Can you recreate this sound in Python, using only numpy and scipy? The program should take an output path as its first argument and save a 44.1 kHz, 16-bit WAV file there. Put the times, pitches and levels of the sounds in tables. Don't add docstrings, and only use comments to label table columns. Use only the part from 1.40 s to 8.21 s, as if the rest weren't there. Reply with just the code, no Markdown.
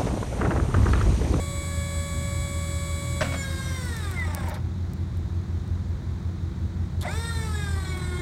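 import sys
import numpy as np
from scipy import signal
from scipy.fft import rfft, irfft, next_fast_len
from scipy.io import wavfile
from scipy.ndimage import map_coordinates

SR = 44100
rng = np.random.default_rng(int(sys.argv[2]) if len(sys.argv) > 2 else 0)


def transcribe(signal):
    frames = np.atleast_2d(signal).T
    limited = np.clip(frames, -1, 1)
    pcm = np.round(limited * 32767).astype(np.int16)
    wavfile.write(sys.argv[1], SR, pcm)


N = 300321
T = np.arange(N) / SR
BINS = np.fft.rfftfreq(N, 1 / SR)

TEETH_PER_TURN = 9
CLAMP_HZ, LIFT_HZ = 564.2, 484.1
CREEP_HZ = 170
CONTACT_S = 1.828

# (time [s], cycle rate [Hz])
IDLE_SPEED = [(0, 5.17), (1.8, 5.2), (2.4, 5.33), (3.1, 5.4), (3.4, 5.54), (5.6, 5.54), (5.85, 5.2),
              (6.81, 5.1)]
# (multiple of the cycle rate, loaded level [dB], unloaded level [dB])
EXHAUST_TONES = [(11, -44.5, -41), (13, -57, -37), (14, -62, -37.5), (15, -42, -34.5), (16, -30, -32.5),
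                 (17, -59, -47), (18, -54, -60), (22, -82, -38), (23, -52, -69), (24, -39, -46),
                 (30, -45, -68), (31, -42, -46), (32, -45.5, -49.5), (35, -46, -46.5)]
# (frequency [Hz], level [dB])
RUMBLE_SPECTRUM = [(20, -68), (32, -8), (42, -1.5), (60, -1), (85, 2.5), (103, 0.5), (125, 3.5),
                   (150, -6.5), (190, -8), (240, -8), (285, -17), (335, -8), (420, -25), (600, -56.5)]
# (frequency [Hz], level [dB])
FAN_SPECTRUM = [(240, -60), (400, -6), (600, -10.5), (900, -10.5), (1300, -13.5), (2000, -17),
                (2850, -27.5), (3800, -18.5), (4950, -27), (6700, -27), (8300, -34), (9400, -33.5),
                (10300, -53), (16000, -65)]
# (time [s], level [dB], decay [s])
SNAPS_AND_CLICKS = [(2.455, -37, .005), (2.567, -29, .0047), (2.712, -33, .011), (2.949, -14.5, .0012),
                    (3.085, -40, .04), (3.096, -37, .016), (3.5345, -36, .0032), (3.772, -46, .01),
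                    (4.278, -44, .005), (6.575, -37, .006)]
# (frequency [Hz], level [dB])
SNAP_SPECTRUM = [(1500, -15), (3500, -6), (7000, 0), (10000, -1), (16000, -3)]
# (time [s], level [dB], decay [s])
VALVE_SPITS = [(3.142, -41, 0.068), (5.611, -35.5, 0.033), (5.615, -38.5, .035), (5.625, -37.5, 0.065)]
# (frequency [Hz], level [dB])
SPIT_SPECTRUM = [(1000, -9), (2700, -8.5), (3500, 15.5), (5500, 0), (8000, 5), (12000, 1), (16000, -20)]
# (time [s], level [dB], decay [s])
ARM_KNOCKS = [(1.808, -21.5, 0.083), (1.816, -25.5, 0.079), (1.824, -35, 0.082), (1.845, -34.5, 0.4),
              (1.922, -36.5, 0.061), (1.938, -34, 0.16)]
# (frequency [Hz], level [dB])
KNOCK_SPECTRUM = [(100, -1), (180, 9), (330, -26), (520, 16.5), (750, 8.5), (1400, 9.5), (2500, 1.5),
                  (4000, -4.5), (6000, -8), (7500, -24), (16000, -36)]
# (frequency [Hz], level [dB], decay [s])
BED_MODES = [(184.4, 1.5, 0.22), (225, -1, 0.33), (271.6, -1, 0.27), (504, -4.5, 0.28), (684, 3.5, 0.013),
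             (1520, -17, 0.073), (2340, -19, 0.032)]
# (on [s], off [s], free speed [teeth/s], whine [dB], grinding [dB], oil hiss [dB])
CLAMP_AND_LIFT = [(-.5, 3.05, CLAMP_HZ, -43.5, -55, -47), (5.608, 7, LIFT_HZ, -41, -59.5, -47.5)]
# (time [s], speed lost [teeth/s], build-up [s])
BALE_LOADS = [(1.797, 31.6, .248), (2.257, 315.2, .558), (5.649, 132, .631)]
# (frequency [Hz], level [dB])
OIL_SPECTRUM = [(2500, -15.5), (3600, 10.5), (5500, 0.5), (8500, 10.5), (10500, -1.5), (13000, 2.5),
                (16000, -30)]
# (frequency [Hz], level [dB])
GRIND_SPECTRUM = [(350, -9), (600, 5), (900, 3.5), (1300, 6.5), (2000, 7), (2750, -4), (3600, -6),
                  (4700, -9), (5600, -5.5), (6500, -21.5), (8500, -35), (10500, -19), (16000, -23)]
# (frequency [Hz], level [dB], decay [s])
MOUNT_MODES = [(613, 7, 0.081), (777, 2.5, 0.12), (844, 1.5, 0.18), (910, 5.5, 0.11)]
# (multiple of the tooth rate, frequency [Hz], width [Hz], level [dB])
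SQUEAL_TONES = [(6, 2020, 184, -30.5)]
# (multiple of the shaft rate, level [dB])
SHAFT_TONES = [(10, -59.5), (26, -61), (28, -70), (33, -64.5), (34, -56), (35, -69), (38, -63), (56, -63),
               (67, -69), (113, -57)]
# (frequency [Hz], level [dB])
HOUSING_SPECTRUM = [(350, 8), (520, 3), (900, 4), (1250, 2.5), (1700, -5), (2150, 2.5), (2750, -22),
                    (3600, -10), (4700, -17), (5700, -11.5), (6600, -24), (8600, -6.5), (10500, -35.5),
                    (15500, -30)]
# (frequency [Hz], width [Hz], level [dB])
HOUSING_RESONANCES = [(357, 12, 10), (890, 110, 3), (1430, 50, 4), (1635, 60, 10), (1770, 80, 6),
                      (1870, 60, 4), (2145, 60, -13), (2228, 30, 9), (3330, 70, 5), (3420, 60, -9),
                      (3560, 110, 7), (3750, 150, 9), (4130, 110, 4), (5480, 160, 3), (7110, 110, 16.5),
                      (7980, 130, 5)]
# (multiple of the tooth rate, free level [dB], level under pressure [dB])
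TOOTH_HARMONICS = [(1, -3.3, -7), (2, -6, -7.5), (3, -9, 7), (4, -1.5, 3.5), (5, -5, -4.5), (6, 6.5, 4),
                   (7, 1, 0), (8, 1.3, 3.5), (9, -4.5, 6), (10, -21, 0), (11, -30, 5.5), (12, 10, 1),
                   (13, 5.5, 3.5), (14, 7.5, -0.5), (15, -1.5, -4), (16, 1, -5), (17, -2, 1), (18, 16, 2)]
# (time [s], level [dB])
THIRD_HARMONIC = [(.22, -10), (.32, 4.5), (1.0, 0.5), (1.12, -2), (1.45, 0), (1.8, -9)]


def from_db(db):
    return 10 ** (np.asarray(db) / 20)


def rms_one(x):
    return x / np.sqrt(np.mean(x ** 2) + 1e-20)


def in_time(points):
    return np.interp(T, *np.transpose(points))


def at_hz(points, hz):
    f, db = np.transpose(points)
    return np.interp(np.log(hz + 1e-3), np.log(f), db)


def fade(since_s, length_s):
    return np.exp(-(np.maximum(T - since_s, 0) / length_s) ** 2)


def drift(rate_hz):
    knots = rng.standard_normal(400)
    return map_coordinates(knots, [T[::64] * rate_hz], order=3, mode="wrap").repeat(64)[:N]


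def colour(x, db):
    cepstrum = irfft(np.log(rms_one(from_db(db))), N)
    cepstrum[1:N // 2] *= 2
    cepstrum[N // 2:] = 0
    return irfft(rfft(x) * np.exp(rfft(cepstrum)), N)


def noise(spectrum):
    size = next_fast_len(N)
    gain = from_db(at_hz(spectrum, np.fft.rfftfreq(size, 1 / SR)))
    white = rng.standard_normal(size)
    return rms_one(irfft(rfft(white) * gain, size)[:N])


def bursts(events):
    envelope = np.zeros(N)
    for start_s, db, decay_s in events:
        start = int(start_s * SR)
        age = T[:min(SR // 2, N - start)]
        envelope[start:start + len(age)] += from_db(db - 60 * age / decay_s)
    return envelope * rng.standard_normal(N)


def ring(hits, modes):
    out = np.zeros(N)
    for hz, db, decay_s in modes:
        radius, angle = from_db(-60 / (decay_s * SR)), 2 * np.pi * hz / SR
        gain = from_db(db) * np.sin(angle) * np.sqrt(2 * (1 - radius ** 2))
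        out += signal.lfilter([0, gain], [1, -2 * radius * np.cos(angle), radius ** 2], hits + 1e-18)
    return out


def engine(unloaded_hz=5.67, full_sag_hz=0.64, rumble_db=-34.5, fan_db=-50.5):
    idle_hz = in_time(IDLE_SPEED)
    cycles = np.cumsum(idle_hz) / SR - .05
    load = np.clip((unloaded_hz - idle_hz) / full_sag_hz, 0, 1)
    exhaust = np.zeros(N)
    for k, loaded_db, free_db in EXHAUST_TONES:
        offset = 0.2603 * (k - 16) * rng.standard_normal()
        gain = from_db(free_db + load * (loaded_db - free_db) + drift(5.4))
        exhaust += np.sqrt(2) * gain * np.cos(2 * np.pi * k * cycles + offset + 0.3 * drift(5))
    throb = 1 + 0.12 * np.cos(2 * np.pi * cycles)
    firing = 1 + 0.093 * np.cos(2 * np.pi * 8 * cycles)
    rumble = from_db(rumble_db) * throb * noise(RUMBLE_SPECTRUM)
    fan = from_db(fan_db) * firing * noise(FAN_SPECTRUM)
    return exhaust + rumble + fan


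def hay_and_clicks(squeeze_s=2.7, crackles_per_s=70, crackle_db=-37, ticks_per_s=4, tick_db=-52):
    squeeze = np.exp(-((T - squeeze_s) / 0.27) ** 2)
    crackle = from_db(crackle_db) * (rng.random(N) < crackles_per_s * squeeze / SR)
    ticks = from_db(tick_db) * (rng.random(N) < ticks_per_s / SR) * (T > squeeze_s)
    hits = bursts(SNAPS_AND_CLICKS) + (crackle + ticks) * rng.laplace(size=N)
    return colour(hits, at_hz(SNAP_SPECTRUM, BINS))


def valve():
    return colour(bursts(VALVE_SPITS), at_hz(SPIT_SPECTRUM, BINS))


def arm(ring_db=-7.5):
    knocks = bursts(ARM_KNOCKS)
    return colour(knocks, at_hz(KNOCK_SPECTRUM, BINS)) + from_db(ring_db) * ring(knocks, BED_MODES)


def motor(spin_up_s=.061, coast_s=.15, inrush_s=0.12):
    speed, inrush, levels_db = np.zeros(N), np.zeros(N), np.zeros((3, N))
    for on_s, off_s, free_hz, *run_db in CLAMP_AND_LIFT:
        started = T >= on_s
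        spin_up = 1 - np.exp(-np.maximum(T - on_s, 0) / spin_up_s)
        lost_hz = sum(hz * (1 - fade(s, build_s)) for s, hz, build_s in BALE_LOADS if on_s < s < off_s)
        speed += spin_up * (free_hz - lost_hz) * fade(off_s, coast_s)
        inrush += started * fade(on_s, inrush_s)
        levels_db[:, started] = np.array(run_db)[:, None]
    return speed, inrush, levels_db


def mount_jolt(time_s=5.655, hz=715, db=-27, rise_s=.008, decay_s=.09):
    age = T - time_s
    rise = np.clip(1 + age / rise_s, 0, 1)
    decay = from_db(db - 60 * np.maximum(age, 0) / decay_s)
    return rise * decay * np.sin(2 * np.pi * hz * age)


def off_centre_gear(teeth, seating_s=0.26):
    loose = np.clip(1 + (CONTACT_S - T) / seating_s, 0, 1)
    turns = teeth / TEETH_PER_TURN
    tones = sum(from_db(db) * np.cos(2 * np.pi * (k * turns + rng.random())) for k, db in SHAFT_TONES)
    return np.sqrt(2) * loose * tones


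def squeal(speed, teeth):
    out = np.zeros(N)
    for k, hz, width, db in SQUEAL_TONES:
        nearness = 1 / (1 + (2 * (k * speed - hz) / width) ** 4)
        out += from_db(db) * nearness * np.cos(2 * np.pi * k * teeth)
    return np.sqrt(2) * out


def chatter(speed, teeth, inrush, stall_db=-38, start_db=-31, peak_hz=194, width_hz=123):
    knocks = np.exp(-2.5 * (teeth / TEETH_PER_TURN % 1)) * rng.standard_normal(N)
    rattle = ring(knocks, MOUNT_MODES)
    near_stall = np.exp(-((speed - peak_hz) / width_hz) ** 2) * (1 - inrush)
    starting = inrush * (speed / speed.max()) ** 2
    gain = from_db(stall_db) * near_stall + from_db(start_db) * starting
    return gain * rattle / rattle[speed > CREEP_HZ].std()


def uneven_teeth(teeth, spread_db=2.0, size=4096, count=330):
    multiples = np.arange(count)
    strengths = from_db(spread_db * np.minimum(rng.standard_normal(count), 1.5))
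    tones = strengths * np.exp(2j * np.pi * rng.random(count))
    tones[(multiples % TEETH_PER_TURN == 0) | (multiples < TEETH_PER_TURN)] = 0
    one_turn = irfft(tones, size)
    return np.interp(teeth / TEETH_PER_TURN % 1 * size, np.arange(size), one_turn)


def oil_hiss(teeth, repeat_share=.7):
    sizzle = colour(uneven_teeth(teeth), at_hz(OIL_SPECTRUM, BINS))
    running = np.gradient(teeth) * SR > CREEP_HZ
    sizzle /= sizzle[running].std()
    return np.sqrt(repeat_share) * sizzle + np.sqrt(1 - repeat_share) * noise(OIL_SPECTRUM)


def housing_db():
    peaks = sum(db / (1 + (2 * (BINS - hz) / width) ** 2) for hz, width, db in HOUSING_RESONANCES)
    return at_hz(HOUSING_SPECTRUM, BINS) + peaks


def tooth_buzz(teeth, db_per_octave=2.0):
    treble_db = db_per_octave * np.log2(np.maximum(BINS, 2000))
    return rms_one(colour(uneven_teeth(teeth), housing_db() + treble_db))


def whine(speed, teeth, pressure, flutter_db=3.03, swell_db=2.37, harmonics=36):
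    housing = housing_db()
    unrest = 0.36 + 0.64 * pressure
    out = np.zeros(N)
    for k in range(1, harmonics + 1):
        _, free_db, pressed_db = TOOTH_HARMONICS[k - 1] if k <= len(TOOTH_HARMONICS) else (k, 0, 0)
        db = np.interp(k * speed, BINS, housing)
        db += free_db + pressure * (pressed_db - free_db)
        db += unrest * (flutter_db * drift(58) + swell_db * drift(14))
        if k == 3:
            db += in_time(THIRD_HARMONIC)
        jitter = 0.033 * np.sqrt(k) * pressure * drift(58)
        out += from_db(db) * np.cos(2 * np.pi * (k * teeth + jitter + rng.random()))
    return np.sqrt(2) * out


def pump(pressure_rise_s=.21, start_grind_db=-51):
    speed, inrush, (whine_db, grind_db, hiss_db) = motor()
    labour = 1 - speed / speed.max()
    pressure = np.clip((T - CONTACT_S) / pressure_rise_s, 0, 1)
    wobble = (.0002 + .007 * labour) * drift(55)
    teeth = np.cumsum(speed * (1 + wobble)) / SR

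    buzz = from_db(-8 + 10 * labour + 3 * pressure) * tooth_buzz(teeth)
    tone_gain = from_db(whine_db - 24.5 * labour - 1.5 * pressure)
    tones = tone_gain * (whine(speed, teeth, pressure) + buzz)
    grind_gain = from_db(grind_db + 4.5 * labour + 6.5 * pressure)
    grind_gain += from_db(start_grind_db) * inrush
    grind = grind_gain * noise(GRIND_SPECTRUM)
    hiss = from_db(hiss_db - 59 * labour ** 2) * oil_hiss(teeth)

    puffs = 1 + 0.3 * np.cos(2 * np.pi * teeth)
    binding = 1 + 0.42 * labour * np.cos(2 * np.pi * teeth / TEETH_PER_TURN)
    gears = binding * (tones + puffs * (grind + hiss) + squeal(speed, teeth))
    turning = np.minimum(speed / CREEP_HZ, 1) ** 2
    return turning * (gears + chatter(speed, teeth, inrush)) + off_centre_gear(teeth) + mount_jolt()


def scene():
    return (pump() + engine() + arm() + hay_and_clicks() + valve())[None]


def record(dry, cutoff_hz=15900):
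    return signal.sosfilt(signal.ellip(12, .1, 90, cutoff_hz, fs=SR, output="sos"), dry)


dry = scene()
out = record(dry)
transcribe(out)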